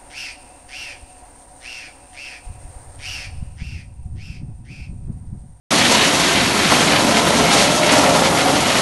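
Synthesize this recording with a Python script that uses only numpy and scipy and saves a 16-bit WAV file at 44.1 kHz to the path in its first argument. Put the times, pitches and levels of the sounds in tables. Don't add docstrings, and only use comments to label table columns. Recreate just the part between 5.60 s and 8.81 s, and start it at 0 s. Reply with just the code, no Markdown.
import sys
import numpy as np
from scipy import signal
from scipy.fft import rfft, irfft
from scipy.io import wavfile

SR = 44100
rng = np.random.default_rng(int(sys.argv[2]) if len(sys.argv) > 2 else 0)


def wrap_up_sound(samples):
    columns = np.atleast_2d(samples).T
    tamed = np.clip(columns, -1, 1)
    steps = np.round(tamed * 32767).astype(np.int16)
    wavfile.write(sys.argv[1], SR, steps)


N = 141561


def amp(db):
    return 10 ** (np.asarray(db) / 20)


def unit_rms(x):
    return x / np.sqrt(np.mean(x ** 2) + 1e-20)


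def unit_energy(x):
    return x / (np.linalg.norm(x) + 1e-20)


def at_hz(points, hz):
    freq_hz, value = np.transpose(points)
    return np.interp(np.log(hz + 1), np.log(freq_hz + 1), value)


def level(points):
    return amp(np.interp(np.arange(N) / SR, *np.transpose(points)))


def add(mix, start_s, sound):
    part = mix[max(round(start_s * SR), 0):][:len(sound)]
    part += sound[:len(part)]


def through(x, response):
    return signal.fftconvolve(x, response)[:N]


def colour(points, size=4096):
    log_gain = np.log(amp(at_hz(points, abs(np.fft.fftfreq(size, 1 / SR)))))
    spectrum = np.exp(np.conj(signal.hilbert(log_gain)))
    return unit_energy(np.fft.ifft(spectrum).real[:size // 2])


def noise(points):
    return unit_rms(through(rng.standard_normal(N), colour(points)))


def drift(rate_hz):
    hz = np.fft.rfftfreq(N, 1 / SR)
    return unit_rms(irfft(rfft(rng.standard_normal(N)) / (1 + (hz / rate_hz) ** 2), N))


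def impacts(per_s, spread_db):
    size = amp(spread_db * np.minimum(rng.exponential(1, N), 4)) * rng.choice([-1, 1], N)
    return size * (rng.random(N) < per_s / SR)


def blows(rows, rise_s, decay_s):
    out, t = np.zeros(N), np.arange(SR // 8) / SR
    for start_s, db in rows:
        contacts = rng.standard_normal(len(t)) * (1 - np.exp(-t / rise_s)) * np.exp(-t / decay_s)
        add(out, start_s, amp(db) * np.sqrt(0.027 * SR) * unit_energy(contacts))
    return out


# freq_hz, t60_s
ROOM_DECAY = [(125, 0.89), (1000, 0.81), (4000, 0.42), (12000, 0.21)]

def room(direct, wet_db, spots=6):
    wet, position = np.zeros(N), np.linspace(0, spots - 1, N)
    for spot in range(spots):
        hz, t, spectra = signal.stft(rng.standard_normal(SR // 2), SR, nperseg=256)
        decay = amp(-60 * t / at_hz(ROOM_DECAY, hz)[:, None])
        tail = signal.istft(spectra * decay, SR)[1]
        tail[:SR // 250] = 0
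        crossfade = np.cos(np.pi / 2 * np.minimum(abs(position - spot), 1))
        wet += through(direct * crossfade, unit_energy(tail))
    return (direct + amp(wet_db) * wet) / np.hypot(1, amp(wet_db))


# time_s, level_db
RUMBLE_LEVEL = [(.12, -23.5), (.9, -21), (1.4, -21.5), (2.5, -24), (3.21, -21)]
# freq_hz, density_db
RUMBLE_SPECTRUM = [(20, -14), (35, -48), (50, -9.5), (100, -4.5), (170, 0.5), (290, 0.5), (450, -5.5),
                   (700, -10), (1500, -15.5), (5000, -22.5)]
# pitch_hz, level_db
HUM_TONES = [(220.7, -39.5), (245.5, -35.5), (693.5, -39), (1416, -45.5), (2123, -51), (3278, -43)]

def drive():
    out = level(RUMBLE_LEVEL) * noise(RUMBLE_SPECTRUM) * amp(1.12 * drift(rate_hz=20))
    for hz, db in HUM_TONES:
        cycles = np.cumsum(hz * (1 + 0.00318 * drift(rate_hz=5.07))) / SR
        out += amp(db + 3.7 * drift(rate_hz=1.1)) * np.sqrt(2) * np.sin(2 * np.pi * cycles)
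    return out


# time_s, level_db
HISS_LEVEL = [(.12, -18.5), (.5, -21), (.64, -21.5), (.9, -24.5), (1.12, -22), (1.3, -22.5), (1.5, -21.5),
              (1.7, -23.5), (1.8, -21.5), (1.9, -23), (2.02, -20), (2.16, -22), (2.41, -23.5), (2.8, -24.5),
              (2.95, -24), (3.21, -23)]
# freq_hz, density_db
AIR_SPECTRUM = [(1000, -28), (3000, 7), (6500, 7), (7700, 2), (9700, 1), (10450, -6.5), (10900, -1.5),
                (11500, -5.5)]

def air_hiss():
    return level(HISS_LEVEL) * amp(1.9 * drift(rate_hz=17)) * noise(AIR_SPECTRUM)


def flurries(per_s=22, decay_s=0.01):
    gain, t = np.ones(N), np.arange(SR // 8) / SR
    for slot_s in np.arange(0, N / SR, 1 / per_s):
        add(gain, slot_s + rng.random() / per_s, np.exp(-t / decay_s))
    return gain


# time_s, level_db
CLATTER_LEVEL = [(0.12,-23), (0.18,-18.5), (.44,-18.5), (.56,-22), (0.72,-20.5), (0.78,-20), (0.93,-23.5),
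                 (1.0,-20.5), (1.2,-20.5), (1.34,-20.5), (1.47,-24.5), (1.57,-19), (1.62,-25.5),
                 (1.86,-20.5), (2.06,-20), (2.17,-25.5), (2.3,-19.5), (2.54,-25.5), (2.66,-23.5),
                 (2.74,-33), (2.79,-20.5), (2.9,-26), (2.97,-22.5), (3.21,-21.5)]
# freq_hz, density_db
PLASTIC_SPECTRUM = [(30, -31), (200, -11), (800, -4), (1550, -1), (2050, 3.5), (2850, 1), (4500, -0.5),
                    (4900, -8), (5500, -6.5), (6800, -18), (7700, -23), (11500, -25.5)]

def bottle_clatter(count=300, modes=24):
    taps, t = np.zeros(N), np.arange(SR // 60) / SR
    mode_hz = rng.uniform(300, 12000, size=(count, modes, 1))
    t60_s = 0.022 * np.sqrt(3000 / mode_hz)
    shells = (np.cos(2 * np.pi * mode_hz * t) * amp(-60 * t / t60_s)).sum(1)
    clicks = impacts(per_s=1400, spread_db=3)
    struck = rng.integers(0, count, N)
    for i in np.flatnonzero(clicks):
        add(taps, i / SR, clicks[i] * shells[struck[i]])
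    heap = unit_rms(through(taps * flurries(), colour(PLASTIC_SPECTRUM)))
    return room(heap, wet_db=-4) * level(CLATTER_LEVEL)


# start_s, relative_db
CLOSE_CLACKS = [(.112, -19), (.21, -16.5), (.335, -19), (.408, -15.5), (.634, -18), (.755, -15.5),
                (.8, -18), (1.042, -18.5), (1.112, -19.5), (1.321, -14), (1.669, -19), (1.925, -18.5),
                (1.99, -20), (2.277, -20), (2.638, -19), (3.094, -21), (3.14, -23)]

def bottle_clacks(tilt_db_per_octave=0.5):
    bright = colour([(hz, db + tilt_db_per_octave * np.log2(hz)) for hz, db in PLASTIC_SPECTRUM])
    clacks = through(blows(CLOSE_CLACKS, rise_s=0.00031, decay_s=0.026), bright)
    return amp(-2.5) * room(clacks, wet_db=-4)


# time_s, relative_db
TUMBLE_LEVEL = [(.12, -22.5), (.35, -20.5), (.6, -21.5), (.88, -26), (1.09, -23.5), (1.16, -20),
                (1.36, -19.5), (1.55, -21.5), (1.69, -18), (1.75, -25), (2.0, -21.5), (2.28, -21),
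                (2.36, -18.5), (2.6, -18.5), (2.76, -20), (2.89, -22.5), (3.02, -23.5), (3.21, -18.5)]
# start_s, relative_db
LANDINGS = [(.115, -15.5), (.309, -18), (.941, -22), (1.112, -12.5), (1.2, -18.5), (1.31, -17.5),
            (1.668, -16), (1.783, -17.5), (1.945, -17.5), (2.326, -13.5), (2.377, -22), (2.545, -16.5),
            (2.87, -16)]
# freq_hz, density_db
THUD_SPECTRUM = [(30, -33), (70, -26), (130, -13), (290, 1.5), (400, -6), (470, -4.5), (540, -0.5),
                 (780, -2.5), (1000, -0.5), (1130, -6), (1320, -3.5), (1500, -12.5), (2000, -12.5),
                 (4000, -23)]
# time_s, level_db
RING_LEVEL = [(.12, -33), (.9, -32), (1.25, -23.5), (1.8, -21.5), (2.0, -19), (2.2, -22), (2.38, -17.5),
              (2.6, -20.5), (3.21, -28.5)]
# pitch_hz, relative_db, t60_s
WALL_MODES = [(140, -7, 0.26), (166.3, -1, 0.2), (220, -0.5, 0.36), (242.5, -5, 0.25), (286, -0.5, 0.12),
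              (425.4, -1.5, 0.28), (536.7, 1, 0.2), (576.3, 0, 0.25), (607.7, -4.5, 0.48), (690, 0, 0.4),
              (724, -2.5, 0.51), (748, -9, 0.83), (807, -5, 0.32), (903, -8, 0.1), (1330, -4, .2)]

def steel_drum():
    t = np.arange(SR) / SR
    ring = sum(amp(db) * unit_energy(amp(-60 * t / t60_s) * np.cos(2 * np.pi * hz * t))
               for hz, db, t60_s in WALL_MODES)
    tumbling = amp(-1) * level(TUMBLE_LEVEL) * unit_rms(impacts(per_s=420, spread_db=2.5))
    landing = amp(-2.5) * blows(LANDINGS, rise_s=0.0055, decay_s=0.021)
    thuds = room(through(tumbling + landing, colour(THUD_SPECTRUM)), wet_db=-6)
    rolling = level(RING_LEVEL) * unit_rms(impacts(per_s=700, spread_db=1.5))
    return thuds + through(rolling + amp(-5.5) * landing, unit_energy(ring))


# start_s, favoured_hz, relative_db
WALL_KNOCKS = [(.115, 721, -21), (1.114, 910, -16), (1.925, 820, -16), (1.95, 612, -20), (2.05, 612, -19.5),
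               (2.18, 612, -16), (2.34, 612, -17.5), (2.43, 721, -17), (2.47, 577, -16), (2.6, 533, -17),
               (2.85, 748, -16.5)]

def wall_knocks(rise_s=0.0032, width_hz=21):
    out, t = np.zeros(N), np.arange(SR) / SR
    for start_s, favoured_hz, db in WALL_KNOCKS:
        ring = np.zeros(len(t))
        for hz, _, t60_s in WALL_MODES:
            coupling = 1 / (1 + ((hz - favoured_hz) / width_hz) ** 2)
            ring += coupling * amp(-60 * t / t60_s) * np.sin(2 * np.pi * (hz * t + rng.random()))
        add(out, start_s, amp(db) * (1 - np.exp(-t / rise_s)) * ring)
    return out * amp(2.8 * drift(rate_hz=40))


# start_s, level_db
BASS_BUMPS = [(1.76, -31), (1.819, -28)]

def bass_bumps(pitch_hz=66, peak_s=0.012):
    out, t = np.zeros(N), np.arange(SR // 4) / SR
    swell = t / peak_s * np.exp(1 - t / peak_s)
    for start_s, db in BASS_BUMPS:
        add(out, start_s, amp(db) * swell * np.sin(2 * np.pi * pitch_hz * t))
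    return out


# start_s, level_db, decay_s
AIR_RUSHES = [(1.924, -17.5, 0.074), (2.317, -18, 0.024)]

def air_rushes(attack_s=0.0021):
    flow = np.zeros(N)
    for start_s, db, decay_s in AIR_RUSHES:
        age_s = np.maximum(np.arange(N) / SR - start_s, 0)
        rush = amp(db) * np.minimum(age_s / attack_s, 1) * np.exp(-age_s / decay_s)
        flow = np.hypot(flow, rush)
    return flow * noise(AIR_SPECTRUM)


def scene():
    mono = (drive() + air_hiss() + bottle_clatter() + bottle_clacks()
            + steel_drum() + wall_knocks() + bass_bumps() + air_rushes())
    return np.tile(mono, (2, 1))


def record(dry, open_s=0.1055, fade_s=0.0027, ceiling=0.9, cutoff_hz=11750):
    opened = dry * np.clip((np.arange(N) / SR - open_s) / fade_s, 0, 1)
    rounded = opened / (1 + (opened / ceiling) ** 8) ** (1 / 8)
    low_pass = signal.firwin(201, cutoff_hz, window=("kaiser", 7), fs=SR)
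    return signal.oaconvolve(rounded, low_pass[None], "same")


dry = scene()
out = record(dry)
wrap_up_sound(out)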